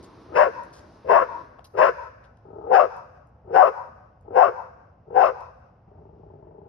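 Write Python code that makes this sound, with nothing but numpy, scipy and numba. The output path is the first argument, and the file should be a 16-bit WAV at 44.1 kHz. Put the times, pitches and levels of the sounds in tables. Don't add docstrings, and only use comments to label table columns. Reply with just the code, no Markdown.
import sys
import numpy as np
from scipy import signal
from scipy.fft import rfft, irfft, next_fast_len
from scipy.io import wavfile
from scipy.ndimage import uniform_filter1d, minimum_filter1d
from numba import njit

SR = 44100
rng = np.random.default_rng(int(sys.argv[2]) if len(sys.argv) > 2 else 0)


def unload_wav(signal):
    wavfile.write(
        sys.argv[1],
        SR,
        np.round(np.clip(np.atleast_2d(signal).T, -1, 1) * 32767).astype(np.int16),
    )


def elevation(decibels):
    levels = np.asarray(decibels, float)
    return 10 ** (levels / 20)


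N = 294588
TIME = np.arange(N) / SR
WAVER_DB, WAVER_HZ = 2.5, 45.07


def unit(x):
    return x / np.sqrt(np.mean(x ** 2))


@njit
def svf(x, hz, width):
    y = np.empty(len(x))
    band, low, last_hz = 0., 0., 0.
    g, k, a = 0., 0., 0.
    for i in range(len(x)):
        if hz[i] != last_hz:
            last_hz = hz[i]
            g = np.tan(np.pi * hz[i] / SR)
            k = width / hz[i]
            a = 1 / (1 + g * (g + k))
        v = (band + g * (x[i] - low)) * a
        band = 2 * v - band
        low = low + 2 * g * v
        y[i] = k * v
    return y


@njit
def folds(hz, stretch, size):
    pulses, phase = np.zeros(len(hz) + 1), np.empty(len(hz))
    p, cycle = 0., 0
    for i in range(len(hz)):
        step = hz[i] * stretch[cycle] / SR
        p += step
        if p >= 1:
            p -= 1
            cycle += 1
            pulses[i] += size[cycle] * p / step
            pulses[i + 1] += size[cycle] * (1 - p / step)
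        phase[i] = p
    return pulses[:-1], phase


def steep(x, hz, width_hz):
    hz = hz + np.zeros(len(x))
    once = svf(x + 1e-18, hz, 1. * width_hz)
    return svf(once, hz, 1. * width_hz)


def tract(x, modes):
    return unit(sum(elevation(db) * unit(steep(x, hz, width)) for hz, width, db in modes))


def shape(x, points):
    hz, *columns = np.transpose(points)
    size = next_fast_len(N, real=True)
    log_hz = np.log(np.fft.rfftfreq(size, 1 / SR) + 1)
    db, *late = (np.interp(log_hz, np.log(hz), column) for column in columns)
    response = elevation(db) * np.exp(-1j * sum(late))
    return irfft(rfft(x, size) * response, size)[..., :N]


def walk(rate_hz, count=N):
    hold = int(SR / rate_hz)
    levels = np.repeat(rng.standard_normal(N // hold + 1), hold)[:count]
    return unit(uniform_filter1d(uniform_filter1d(levels, hold), hold))


def bell(share, top, spread):
    return np.exp(-((share - top) / spread) ** 2)


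def play(calls, lead=0., end=1.):
    rows = np.array(calls)
    now = np.maximum(np.searchsorted(rows[:, 0] + lead * rows[:, 1], TIME) - 1, 0)
    start, length, *columns = rows[now].T
    share = np.clip((TIME - start) / length, lead, end)
    to_edge_s = np.minimum(share - lead, end - share) * length
    return np.clip(to_edge_s / .006, 0, 1), share, length, columns


def steady(x):
    return x / np.sqrt(uniform_filter1d(x ** 2, size=int(.018 * SR)) + 1e-12)


def cavity(postures, away, share):
    jaw_share, jaw_spread = .52, .07
    fade_db = 20.5
    side_on, turned = np.array(postures)[:, :, None]
    early_hz, late_hz, top_db, top, spread = side_on + away * (turned - side_on)
    jaw = .5 + .5 * np.tanh((share - jaw_share) / jaw_spread)
    nearness = bell(((share - top) / spread) ** 2, 0, 0.99)
    db = top_db + WAVER_DB * walk(WAVER_HZ) - fade_db * (1 - nearness)
    return early_hz + jaw * (late_hz - early_hz), db


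def bark_rasp(air, away, share):
    # frequency in Hz, level in dB per Hz
    rasp_colour = [(1500, -21.5), (2000, 2.5), (2600, 8), (3150, -14.5), (3350, -13.5), (4400, -16),
                   (5300, -9), (6100, -18), (6900, -21.5), (7800, -34), (9000, -37), (10500, -27.5),
                   (12500, -37), (13500, -60.5)]
    onset_db = np.interp(away, (0, 1), (-15, -19.5))
    sag_db = np.interp(away, (0, 1), (10, 4))
    rasp = elevation(onset_db - share * sag_db) * unit(shape(air, rasp_colour))
    patchy = np.zeros(N)
    for hz in 1900 * 1.5 ** np.arange(6):
        patchy += elevation(4 * walk(WAVER_HZ)) * svf(rasp, np.full(N, hz), .7 * hz)
    return patchy


def barks():
    # onset in seconds, length in seconds, level in dB, head turned away from 0 to 1,
    # throat over mouth in dB
    bark_calls = [
        (.362, 0.12, -23.5, 0, 2),
        (1.099, .14, -23, .2, -0.5),
        (1.783, .12, -22.5, 0.09, -0.5),
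        (2.716, .15, -24, 0.99, 2.5),
        (3.545, .15, -22.5, .9, -1.5),
        (4.358, 0.14, -23, 0.84, -1),
        (5.162, .148, -23.5, 0.97, -0.5),
    ]
    # share of the bark's length, level in dB
    effort = [(-.4, -28), (-.15, -19), (0, -3), (.15, -1.5), (.65, -3), (.92, -4), (1.05, -16.5),
              (1.35, -36.5)]
    # Hz before the jaw drops, Hz after,
    # top level in dB re voice, share of the bark where it is loudest, spread as a share
    throat = [(624.2, 680, 5, 0.39, 0.3), (754.6, 660, 11.5, 0.39, 0.41)]
    mouth = [(963, 1050, 7.1, 0.43, 0.58), (873, 1184, 6.33, 0.38, 0.46)]
    muzzle = [(1590, 1350, 2.9, 0.65, 0.79), (1370, 965, 1.4, 0.53, 0.6)]
    # frequency in Hz, width in Hz, level in dB
    chest = [(443, 120, 5), (202, 24, -20)]
    # frequency in Hz, level in dB
    behind = [(80, -20.5), (150, 1.5), (300, -0.5), (360, 8.5), (2000, -10), (3100, -18), (3400, -29.5),
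              (16000, -43)]
    jitter, shimmer_db = .11, 2.5

    gate, share, _, (level_db, away, emphasis_db) = play(bark_calls, effort[0][0], effort[-1][0])
    db = level_db + np.interp(share, *np.transpose(effort))
    strain = bell(share, .55, .35)
    pitch_hz = 489.6 + 66.93 * strain
    throat_hz, throat_db = cavity(throat, away, share)
    mouth_hz, mouth_db = cavity(mouth, away, share)
    muzzle_hz, muzzle_db = cavity(muzzle, away, share)

    chance = rng.standard_normal((N // 30, 4)).T
    pulses, phase = folds(pitch_hz, np.exp(jitter * chance[0]), elevation(shimmer_db * chance[1]))
    tissue, _ = folds(throat_hz, np.exp(jitter * chance[2]), elevation(shimmer_db * chance[3]))
    pulses = pulses + tissue
    air = np.exp(-phase / .5) * rng.standard_normal(N)
    rasp = bark_rasp(air, away, share)

    voice = elevation(WAVER_DB * walk(WAVER_HZ)) * steady(steep(pulses, pitch_hz, 175))
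    voice = voice + elevation(-25) * bell(share, 0.093, .15) * steady(steep(air, 155.3, 110))
    voice = voice + elevation(-18 + 7.5 * (1 - strain)) * steady(tract(pulses, chest))
    voice = voice - elevation(throat_db + emphasis_db) * steady(steep(pulses, throat_hz, 195))
    voice = voice + elevation(mouth_db - 0.49 * emphasis_db + 5.5) * steady(steep(pulses, mouth_hz, 250))
    voice = voice + elevation(muzzle_db + 5.0) * steady(steep(pulses, muzzle_hz, 560))
    opening = elevation(uniform_filter1d(db + muzzle_db, size=500))
    return gate * (elevation(db + 2.5) * shape(voice, behind) + opening * rasp)


def growls():
    # start in seconds, length in seconds, final level in dB, swell in dB, flap rate in Hz
    growl_calls = [
        (.28, 0.087, -32, 20.5, 25.02),
        (1.035, 0.094, -40.5, 27, 30),
        (1.732, 0.037, -34.5, 15.5, 30.37),
        (2.44, .265, -38.5, 11.5, 38.8),
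        (3.435, 0.098, -38.5, 20, 33.5),
        (4.245, .095, -41, 10, 35.35),
        (5.065, 0.084, -43, 4.5, 27),
        (5.87, 0.93, -50.5, 6, 28.61),
    ]
    # frequency in Hz, width in Hz, level in dB
    growl_throat = [(440, 180, 0), (610, 230, -2), (800, 230, -3)]
    growl_chest = [(102, 72, 2.3), (147, 31, -2)]
    growl_nose = [(1280, 110, 0)]
    # frequency in Hz, level in dB
    closed_mouth = [(40, 0), (880, 0), (1050, -12), (1700, -20), (2500, -50), (16000, -80)]

    gate, share, length, (final_db, swell_db, rate_hz) = play(growl_calls)
    elapsed_s = share * length
    db = final_db - swell_db * (1 - share) - 13 * np.exp(-elapsed_s / 0.01)
    flap_hz = rate_hz - 5.5 * elapsed_s
    chance = rng.standard_normal((N // 300, 2)).T
    pulses, phase = folds(flap_hz, np.exp(.1 * chance[0]), elevation(2.2 * chance[1]))
    puffs = np.exp(-phase / .75) * rng.standard_normal(N)
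    flaps = .45 * unit(pulses) + unit(puffs)

    chest_hum = elevation(-55.5 - db - 4.5) * tract(flaps, growl_chest)
    nose_leak = elevation(-14.5 + 1.14 * (final_db + 39) + 13.5) * tract(flaps, growl_nose)
    body = chest_hum + nose_leak
    return gate * elevation(db + 4.0) * shape(tract(flaps, growl_throat) + body, closed_mouth)


def scuffs():
    # start in seconds, length in seconds, level in dB, centre in Hz
    scrapes = [(0.027, 0.023, -54, 5500), (.2, 0.017, -72.5, 3580), (.634, 0.0018, -55, 6700),
               (.728, .07, -56, 5000), (1.379, 0.0059, -80.5, 3910), (1.445, 0.0018, -71.5, 4500),
               (1.586, 0.01, -45, 685), (1.643, .013, -47.5, 4530), (1.644, 0.0099, -51.5, 9530),
               (1.664, .005, -76, 5830), (2.238, 0.021, -66.5, 3360), (2.37, .002, -70.5, 4470),
               (2.035, .002, -64, 5000), (2.965, .002, -60.5, 6960), (3.27, .002, -71.5, 7070),
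               (4.21, .002, -70, 7000), (5.405, 0.0016, -54, 5500)]
    out, t = np.zeros(N), TIME[:SR // 5]
    grit = rng.standard_normal(N) * elevation(4 * walk(1000))
    for start, length, db, hz in scrapes:
        window = np.clip(t / .001, 0, 1) * np.exp(-np.maximum(t - length, 0) / 0.0028)
        first = int(start * SR)
        here = slice(first, first + len(t))
        out[here] += elevation(db) * window * unit(steep(grit[here], hz, 1.0 * hz))
    return out


def street(sound):
    # delay in seconds, rise in seconds, 60 dB decay in seconds, left dB, right dB
    surfaces = [
        (0.013, 0.00033, 0.051, -17, -19.5),
        (0.18, 0.058, 0.27, -27, -28),
        (0.42, 0.051, 0.075, -42, -47.5),
        (0.068, 0.19, 1, -21, -23.5),
    ]
    # frequency in Hz, level in dB
    bounce = [(100, -27), (330, -3), (550, -2), (800, -11), (1000, -1), (1200, -1), (1500, 4), (2500, -0.5),
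              (5000, 10), (12000, 13)]
    t = np.arange(SR * 3 // 2) / SR
    response = 0
    for delay, rise, t60, left_db, right_db in surfaces:
        decay = elevation(-60 * np.maximum(t - delay, 0) / t60)
        swell = np.clip((t - delay) / rise + 1, 0, 1) * decay
        swell = swell / np.sqrt(np.sum(swell ** 2))
        sides = elevation(np.array([[left_db], [right_db]]))
        response = response + sides * swell * rng.standard_normal((2, len(t)))
    scattered = signal.fftconvolve(shape(sound, bounce)[None], response, axes=1)[:, :N]
    porch = steep(np.interp(TIME - .19, TIME, sound), 960, 170)
    return scattered + elevation(np.array((-16, -28)))[:, None] * porch


def rumble(spectrum, swell_db, alike_hz, count=N):
    out, swell = np.zeros((2, N)), walk(2.5, count)
    mid, side = (shape(rng.standard_normal(N), spectrum)[:count] for _ in range(2))
    bands = 30 * 2 ** np.arange(0, 9, .5)
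    for hz in bands[(bands > spectrum[0][0]) & (bands < spectrum[-1][0])]:
        gain = elevation(swell_db * swell + 1.4 * walk(14, count))
        alike = gain * svf(mid, np.full(count, hz), hz * .4)
        apart = gain * min(hz / alike_hz, 1) * steep(side, hz, hz * .75)
        out[0, :count] += alike + apart
        out[1, :count] += alike - apart
    return out / np.sqrt(np.mean(out.mean(axis=0)[:count] ** 2))


def passing_car():
    # frequency in Hz, level in dB per Hz
    car_colour = [(90, -28), (150, -15.5), (320, -6), (500, -13.5), (700, -17.5), (1070, -13.5),
                  (1500, -22), (3000, -31), (5200, -30), (6300, -37), (7400, -54), (9500, -43.5),
                  (12300, -54.5), (13300, -78.5)]
    # time in seconds, level in dB
    car_pass = [(0, -50), (.5, -54), (1, -56), (1.4, -52), (1.7, -73.5), (2.2, -84.5), (2.8, -67.5)]
    level_db = np.interp(TIME, *np.transpose(car_pass), right=-120)
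    return rumble(car_colour, 0.72, 720, count=int(2.8 * SR)) * elevation(level_db)


def far_tyres():
    # frequency in Hz, level in dB per Hz
    hiss_colour = [(1800, -28), (2600, 1.5), (4000, -8.5), (5200, -2), (6500, -11.5), (8000, -33)]
    return elevation(-90) * rumble(hiss_colour, .6, 850)


def traffic():
    # frequency in Hz, level in dB per Hz
    traffic_colour = [(15, -56.5), (25, -29.5), (64, -1.5), (122, -3), (172, -10.5), (242, -14),
                      (296, -17.5), (341, -20), (732, -13), (913, -19), (1290, -27), (3050, -48.5),
                      (3960, -76.5), (6710, -120)]
    return elevation(-57) * rumble(traffic_colour, .6, 850)


def scene():
    # frequency in Hz, level in dB, radians late
    ports = [(60, 0, 0), (400, -1, .7), (520, -6, 1.6), (780, -14, 1.5), (1030, -6, 5.2), (1300, -11, 6.1),
             (1530, -5, 5.7), (1800, -7, 6.3), (2200, -8, 8.2), (2850, 1, 11.8), (3900, -7, 14.8),
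             (5100, -1, 13.8), (6500, -1, 15.6), (11000, 0, 20.4)]
    dog = barks() + growls() + scuffs()
    direct = np.array([dog, shape(dog, ports)])
    return direct + street(dog) + passing_car() + far_tyres() + traffic()


def low_pass(x):
    return signal.sosfilt(signal.butter(12, 15750, fs=SR, output="sos"), x)


def record(dry):
    # frequency in Hz, level in dB
    microphone = [(20, -9), (45, 3.5), (6300, -2.5), (7000, -7), (8000, -14.5), (9000, -1.5), (12300, -3.5),
                  (13500, -18.5), (16000, -20)]
    dry = shape(dry, microphone)
    room = np.minimum(.93 / (np.abs(dry).max(axis=0) + 1e-9), 1)
    gain = uniform_filter1d(minimum_filter1d(room, size=301), size=151)
    return low_pass(dry * gain)


dry = scene()
out = record(dry)
unload_wav(out)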